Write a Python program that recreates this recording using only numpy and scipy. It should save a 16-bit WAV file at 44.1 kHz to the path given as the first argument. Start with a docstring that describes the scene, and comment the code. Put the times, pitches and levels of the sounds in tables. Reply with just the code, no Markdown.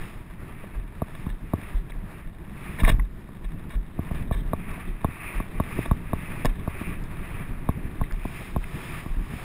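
"""A horse canters along a dirt track and jumps a low fence, its hoof blows coming up through the rider
as deep thuds in a cased camera on the helmet. The camera knocks and squeaks in its mount and scrapes
at the jump; tack jingles and flung grit ticks on the case. Wind buffets the case and hisses in surges
with the stride. The recorder's coarse sampling adds a glassy top."""
import sys
import numpy as np
from scipy import signal
from scipy.fft import rfft, irfft
from scipy.io import wavfile
from scipy.ndimage import uniform_filter1d

SR = 44100
rng = np.random.default_rng(int(sys.argv[2]) if len(sys.argv) > 2 else 0)


def wav_record(signal):
    """Record a signal, one row per channel, as 16-bit PCM in the file named by sys.argv[1]."""
    frames = np.transpose(np.atleast_2d(signal))
    bounded = np.clip(frames, -1, 1)
    # unit amplitude maps onto the largest positive 16-bit level
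    quanta = np.round(bounded * 32767).astype(np.int16)
    wavfile.write(sys.argv[1], SR, quanta)


N = 416290
TIME = np.arange(N) / SR

# heavy hoof blows felt through the rider: start_s, level_db
HEAVY_BLOWS = [(0.753, -21), (1.295, -22.5), (1.742, -14), (1.954, -23.5), (2.253, -27), (2.83, -7),
               (2.913, -11), (2.984, -13), (3.445, -22), (3.749, -16), (4.255, -20.5), (4.346, -17),
               (4.448, -20), (4.883, -21.5), (5.354, -18), (5.883, -20.5), (6.462, -13.5), (6.973, -25.5),
               (7.501, -23), (7.985, -18), (8.117, -17.5), (8.214, -27), (8.576, -22), (9.098, -19),
               (9.167, -17.5)]
# each stride swings the rider forward into the air: crest_s, hold_s, hiss_db, sizzle_vs_hiss_db
STRIDES = [(0.038, 0.057, -50, -17.5), (0.495, 0.27, -55.5, -26.5), (1.182, 0.029, -52.5, -19.5),
           (1.666, 0.033, -49.5, -22), (2.145, 0.05, -52.5, -25), (2.68, 0.21, -48, -21),
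           (3.166, 0.04, -64.5, -16), (3.496, 0.22, -58.5, -22), (4.155, 0.036, -48.5, -23),
           (4.691, 0.14, -47.5, -29), (5.246, 0.12, -42.5, -29), (5.745, 0.089, -43.5, -21),
           (6.234, 0.18, -46, -25.5), (6.836, 0.064, -44.5, -26), (7.288, 0.13, -48.5, -27),
           (7.768, 0.12, -58, -29), (8.304, 0.14, -48, -15.5), (8.82, 0.17, -45, -16.5),
           (9.363, 0.09, -47, -16.5)]
# the case's ring under light, sharp contacts: pitch_hz, level_db, t60_s
CASE_MODES = [(505, -30, 0.015), (670, -5, 0.038), (1134, 4, 0.02), (1770, 4.5, 0.021), (2220, 8, 0.0074),
              (2830, -5.5, 0.02), (3400, 0.5, 0.012), (3690, -7.5, 0.044), (5200, 4.5, 0.008)]


def undb(db):
    """Decibels to gain."""
    return 10 ** (np.asarray(db) / 20)


def unit(x):
    """Scale to rms 1."""
    return x / np.sqrt(np.mean(x ** 2))


def add(out, start_s, sound):
    """Mix a sound in at start_s."""
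    i = max(int(start_s * SR), 0)
    out[i:i + len(sound)] += sound[:N - i]


def shaped_noise(spectrum):
    """Noise through an EQ curve of (hz, db) points, rolled off past both ends; rms 1."""
    hz, db = np.transpose(spectrum)
    bins_hz = np.maximum(np.fft.rfftfreq(N, 1 / SR), 1)
    rolloff = np.minimum(bins_hz / hz[0], 1) ** 2 * np.minimum(hz[-1] / bins_hz, 1) ** 2
    curve = undb(np.interp(np.log(bins_hz), np.log(hz), db))
    return unit(irfft(rfft(rng.standard_normal(N)) * rolloff * curve, N))


def wander(rate_hz):
    """Random steps, smoothed twice into a drift; rms 1."""
    step = max(int(SR / rate_hz), 1)
    held = np.repeat(rng.standard_normal(N // step + 1), step)
    return unit(uniform_filter1d(uniform_filter1d(held, step), step)[:N])


def grains(per_s, spread_db=3):
    """Random tiny contacts of uneven size; rms 1."""
    contacts = (rng.random(N) < per_s / SR) * rng.standard_normal(N)
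    return unit(contacts * undb(spread_db * rng.standard_normal(N)))


def ring(modes, pitch=1, mode_ratio=1):
    """Struck, damped modes; a negative mode_ratio swings neighbours opposite ways, so the sound builds."""
    t = TIME[:SR // 8]
    return sum(mode_ratio ** k * undb(db) * np.sin(2 * np.pi * hz * pitch * t) * undb(-60 * t / t60_s)
               for k, (hz, db, t60_s) in enumerate(modes))


def resonate(contacts, modes):
    """Play contacts through a ringing body of unit energy."""
    body = ring(modes)
    return signal.fftconvolve(contacts, body / np.linalg.norm(body))[:N]


def airflow_db(rise_db_per_s=50.5, fall_db_per_s=116, lull_db=3, lull_after_s=0.084, lull_s=0.08):
    """Headwind that lulls as heavy blows check the rider, plus surges that collapse as the horse lands."""
    # steady airflow, following the horse's pace: time_s, hiss_db
    headwind = [(0, -58.5), (1.9, -60), (2.4, -64.5), (3.2, -63), (3.9, -65), (4.5, -56.5), (5, -58.5),
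                (7.5, -51), (8.6, -55), (9.44, -55.5)]
    power = undb(np.interp(TIME, *np.transpose(headwind))) ** 2
    for start_s, _ in HEAVY_BLOWS:
        lull = np.exp(-((TIME - start_s - lull_after_s) / lull_s) ** 2)
        power *= undb(-lull_db * lull) ** 2
    for crest_s, hold_s, hiss_db, _ in STRIDES:
        before_db = rise_db_per_s * np.maximum(crest_s - TIME, 0)
        after_db = fall_db_per_s * np.maximum(TIME - crest_s - hold_s, 0)
        power += undb(hiss_db - before_db - after_db) ** 2
    return 10 * np.log10(power)


def wind(eddy_db=2.5, flutter_db=1.87):
    """Eddies buffet the case; in faster air the rush grows slowly, the hiss more, and a seam whistles."""
    # EQ curves of the five layers, low to high: frequency_hz, level_db
    buffet = [(15, 12), (30, 4), (70, 0.5), (120, -1), (170, 0), (260, -8.5), (380, -12.5), (500, -23),
              (700, -27.5)]
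    rush = [(350, 3.5), (520, -3.5), (650, 1), (820, -1.5), (950, 2.5), (1130, -1.5), (1450, -2.5),
            (1900, -3), (2700, -22), (3700, -17.5), (4200, -22)]
    hiss = [(900, -38), (1130, 6.5), (1450, -5), (1800, 3.5), (2250, -1.5), (2600, -2.5), (3000, -8),
            (3750, -18.5), (4200, -49)]
    whistle = [(1600, -38), (1950, -4.5), (2150, -2.5), (2450, -0.5), (2700, -5.5), (3000, -44)]
    sizzle = [(3000, 10.5), (3800, 9), (4300, -2), (5200, 6), (6000, -11)]  # air on an edge of the case
    # turbulence round the helmet: time_s, level_db
    turbulence = [(0, -43), (2.35, -41.5), (2.7, -38.5), (3.05, -44), (3.75, -41), (4.2, -37.5), (4.6, -38),
                  (4.95, -42), (5.3, -42.5), (5.75, -38), (7.6, -38.5), (9.44, -42.5)]
    crest_s, hold_s, _, sizzle_vs_hiss_db = np.transpose(STRIDES)
    edge_db = np.interp(TIME, crest_s + hold_s / 2, sizzle_vs_hiss_db)
    turbulence_db = np.interp(TIME, *np.transpose(turbulence))
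    air_db = airflow_db()
    surge_db = air_db - air_db.mean()
    layers = [(buffet, turbulence_db + 4.5 + 0.075 * surge_db + eddy_db * wander(rate_hz=45)),
              (rush, -51 + 0.61 * surge_db + flutter_db * wander(rate_hz=60)),
              (hiss, air_db - 1.05 + flutter_db * wander(rate_hz=70)),
              (whistle, -57 + 1.45 * surge_db + flutter_db * wander(rate_hz=50)),
              (sizzle, air_db + edge_db + 8.5)]
    return sum(shaped_noise(spectrum) * undb(level_db) for spectrum, level_db in layers)


def tack_jingles(gain_db=3, settle_s=0.053):
    """Buckles and bit chatter after a jolt and settle."""
    # jolts to the tack: start_s, level_db
    jolts = [(1.289, -57), (1.76, -57), (3.92, -62), (4.15, -62), (4.33, -52.5), (4.37, -69.5),
             (4.868, -54.5), (5.48, -56), (6.491, -52), (8.03, -55), (8.62, -53)]
    # ring of the metal: pitch_hz, level_db, t60_s
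    metal_modes = [(1710, 3.5, 0.055), (1990, 6.5, 0.028), (3175, -0.5, .05), (3440, -10, 0.075),
                   (3560, -3, 0.067), (3720, -3, 0.05), (3870, -7, .04)]
    shake = np.zeros(N)
    for start_s, level_db in jolts:
        add(shake, start_s, undb(level_db + gain_db) * np.exp(-TIME[:SR // 2] / settle_s))
    return resonate(shake * grains(per_s=500), metal_modes)


def flung_grit(gain_db=7, decay_s=0.00039):
    """A crumb of earth bursts on the shell with a bright tick and sets the case ringing."""
    # direct hits on the case: start_s, level_db
    hits = [(2.8344, -35), (2.8868, -41), (2.8954, -30), (3.695, -41), (4.148, -49), (4.225, -57),
            (4.405, -45), (4.7074, -49), (6.4478, -31), (6.4562, -20.5), (7.039, -43.5), (8.123, -34)]
    ticks, t = np.zeros(N), TIME[:SR // 50]
    for start_s, level_db in hits:
        burst = np.exp(-t / decay_s) * rng.standard_normal(len(t))
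        add(ticks, start_s, undb(level_db + gain_db) * burst)
    return ticks + resonate(ticks, CASE_MODES)


def mount_squeaks(width_s=0.0022, waver=0.15):
    """Plastic slips on plastic for a few rough cycles."""
    # slips at the far end of a hard sway: peak_s, pitch_hz, level_db
    slips = [(1.922, 1950, -36.5), (2.789, 1900, -30.5), (2.851, 2000, -17), (2.999, 1855, -29),
             (8.04, 1930, -33), (8.112, 1900, -33.5), (8.642, 1950, -30.5)]
    out = np.zeros(N)
    for peak_s, pitch_hz, level_db in slips:
        phase = 2 * np.pi * np.cumsum(pitch_hz * (1 + waver * wander(rate_hz=1500))) / SR
        envelope = np.exp(-((TIME - peak_s) / width_s) ** 2)
        out += undb(level_db) * envelope * np.sin(phase)
    return out


def case_rattles(scrape_gain_db=2, patter_db=-58.5, patter_growth=0.47):
    """Dense stick-slip grains, and a patter of loose gear that swells with each stride, ring the case."""
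    # the case scrapes and tack rattles: start_s, length_s, level_db
    scrapes = [(1.29, 0.015, -48), (1.767, 0.01, -53.5), (1.898, 0.013, -44), (2.792, 0.025, -34),
               (2.84, 0.029, -34), (2.873, 0.031, -24.5), (2.901, 0.022, -38), (3.048, 0.012, -54),
               (3.442, 0.01, -47.5), (3.701, 0.057, -47.5), (4.147, 0.014, -44), (4.221, 0.0074, -43),
               (4.322, 0.029, -42), (4.366, 0.041, -50), (4.708, 0.0084, -42), (5.853, 0.0075, -41),
               (6.449, 0.02, -34.5)]
    pressure, air_db = np.zeros(N), airflow_db()
    for start_s, length_s, level_db in scrapes:
        add(pressure, start_s, np.full(int(length_s * SR), undb(level_db + scrape_gain_db)))
    slips = grains(per_s=4000) * uniform_filter1d(pressure, SR // 300)
    patter = grains(per_s=130) * undb(patter_db + patter_growth * (air_db - air_db.mean()))
    return resonate(slips + patter, CASE_MODES)


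def camera_knocks(lag_s=0.0014, contact_s=0.00011, detune=0.025):
    """Shell and plate ring first, a little differently each time; then the softer mount thumps."""
    # the camera hits its mount; the rows at 2.939 and 2.947 s are the deep thud of the landing after the jump:
    # start_s, thump_db, shell_db, plate_db, mount_pitch_ratio
    knocks = [(0.64, -39, -39, -47, 0.57), (1.019, -15, -24, -28, 0.83), (1.265, -16.5, -44.5, -35, 0.78),
              (1.535, -12.5, -23.5, -26, 1.01), (2.818, -15, -53, -40, 0.71), (2.834, -15, -39, -25, 0.93),
              (2.878, -22, -20.5, -39, 1.03), (2.896, -14, -44, -41, 0.82), (2.919, -10.5, -54, -41, 0.5),
              (2.939, -14, -58, -59, 0.52), (2.947, -10, -57, -57, 0.38), (2.995, -43, -58, -31.5, 0.88),
              (3.289, -37, -47, -44, 1.14), (3.99, -14.5, -31.5, -37.5, 0.85), (4.111, -13, -34, -39, 0.61),
              (4.311, -10, -26.5, -30, .6), (4.533, -16.5, -21.5, -21.5, 0.92),
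              (4.778, -30.5, -41, -51, 0.89), (5.045, -11.5, -22.5, -19, 0.87),
              (5.084, -21.5, -58, -55, 0.78), (5.401, -21, -32, -27, 1.13), (5.6, -11.5, -23, -20.5, 0.86),
              (5.788, -16, -27, -38, 1.35), (5.859, -30, -34, -30, 1.1), (5.912, -5.5, -27, -19.5, 0.66),
              (6.132, -13, -24, -23, 0.87), (6.448, -14, -22, -27.5, 0.88), (6.456, -17.5, -29, -24.5, .96),
              (6.676, -16, -28.5, -28.5, 0.81), (6.812, -21.5, -36, -42, 1.03),
              (7.689, -9.5, -25, -22.5, 0.82), (8.013, -11, -31, -25.5, 0.66),
              (8.252, -21, -31, -31.5, 1.15), (8.562, -11.5, -26.5, -24.5, 0.68),
              (9.06, -22.5, -42, -37, 0.97), (9.334, -20.5, -43, -56, 0.74)]
    # ring of the mount, the hollow shell and the front plate: pitch_hz, level_db, t60_s
    mount_modes = [(85.2, -6, 0.082), (198.6, 2, 0.019), (338, -3, 0.016)]
    shell_modes = [(424, -3.5, 0.028), (664, 1, 0.02)]
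    plate_modes = [(885, -9.5, 0.035), (1127, 0, 0.029), (1720, -13.5, 0.017), (2360, -18, 0.022),
                   (3750, -15.5, 0.023)]
    out = np.zeros(N)
    for start_s, thump_db, shell_db, plate_db, mount_pitch in knocks:
        shell_pitch, plate_pitch = 1 + detune * rng.standard_normal(2)
        add(out, start_s, undb(shell_db + 6) * ring(shell_modes, shell_pitch, mode_ratio=-1.08))
        add(out, start_s, -undb(plate_db + 5) * ring(plate_modes, plate_pitch, mode_ratio=-0.95))
        add(out, start_s + lag_s, undb(thump_db + 3.5) * ring(mount_modes, mount_pitch, mode_ratio=-1.07))
    push = np.exp(-TIME[:SR // 200] / contact_s)  # rounds off the attack
    return signal.fftconvolve(out, push / push.sum())[:N]


def light_hoofbeats(level_db=-34, spread_db=4, after_s=0.06, beat_s=0.14):
    """Two lighter footfalls after each stride's surge: start_s, level_db."""
    beats = [(crest_s + hold_s + after_s + k * beat_s, level_db + spread_db * rng.standard_normal())
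             for crest_s, hold_s, _, _ in STRIDES for k in range(2)]
    return [(start_s, db) for start_s, db in beats if start_s < TIME[-1]]


def hooves(gain_db=-1, sway_hz=31.8, rise_s=0.02, detune=0.174, earth_db=-16, earth_hz=130, earth_s=0.023):
    """Each blow sets rider and helmet swaying for a few cycles, with a dull crunch of packed earth."""
    out, t = np.zeros(N), TIME[:SR // 3]
    swell = t / rise_s * np.exp(1 - t / rise_s)
    dull = signal.butter(2, earth_hz, fs=SR, output="sos")
    for start_s, level_db in HEAVY_BLOWS + light_hoofbeats():
        noise = rng.standard_normal(len(t))
        crunch = unit(signal.sosfilt(dull, noise)) * np.exp(-t / earth_s)
        pitch_hz = sway_hz * np.exp(detune * noise[-1])
        sway = swell * np.sin(2 * np.pi * pitch_hz * t)
        add(out, start_s, undb(level_db + gain_db) * (sway + undb(earth_db) * crunch))
    return out


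def scene(leak_db=-17, wall_hz=4250):
    """Blows and rattles are muffled by the closed case; wind and grit play on its outside."""
    wall = signal.butter(10, wall_hz, fs=SR, output="sos")
    contacts = hooves() + camera_knocks() + case_rattles() + tack_jingles() + mount_squeaks()
    muffled = signal.sosfiltfilt(wall, contacts)
    treble_leak = undb(leak_db) * (contacts - muffled)
    return (muffled + treble_leak + wind() + flung_grit())[None]


def record(dry):
    """The recorder holds coarse samples, mirroring the sound into a glassy treble, then cuts the top."""
    hold_hz, top_hz = 12000, 15600
    coarse = signal.resample_poly(dry, hold_hz, SR, axis=1, window=("kaiser", 8))
    steps = np.repeat(coarse, 4, axis=1)
    held = signal.resample_poly(steps, SR, 4 * hold_hz, axis=1)[:, :N]
    top_cut = signal.ellip(10, 0.2, 70, top_hz, fs=SR, output="sos")
    return signal.sosfilt(top_cut, held)


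dry = scene()
out = record(dry)
wav_record(out)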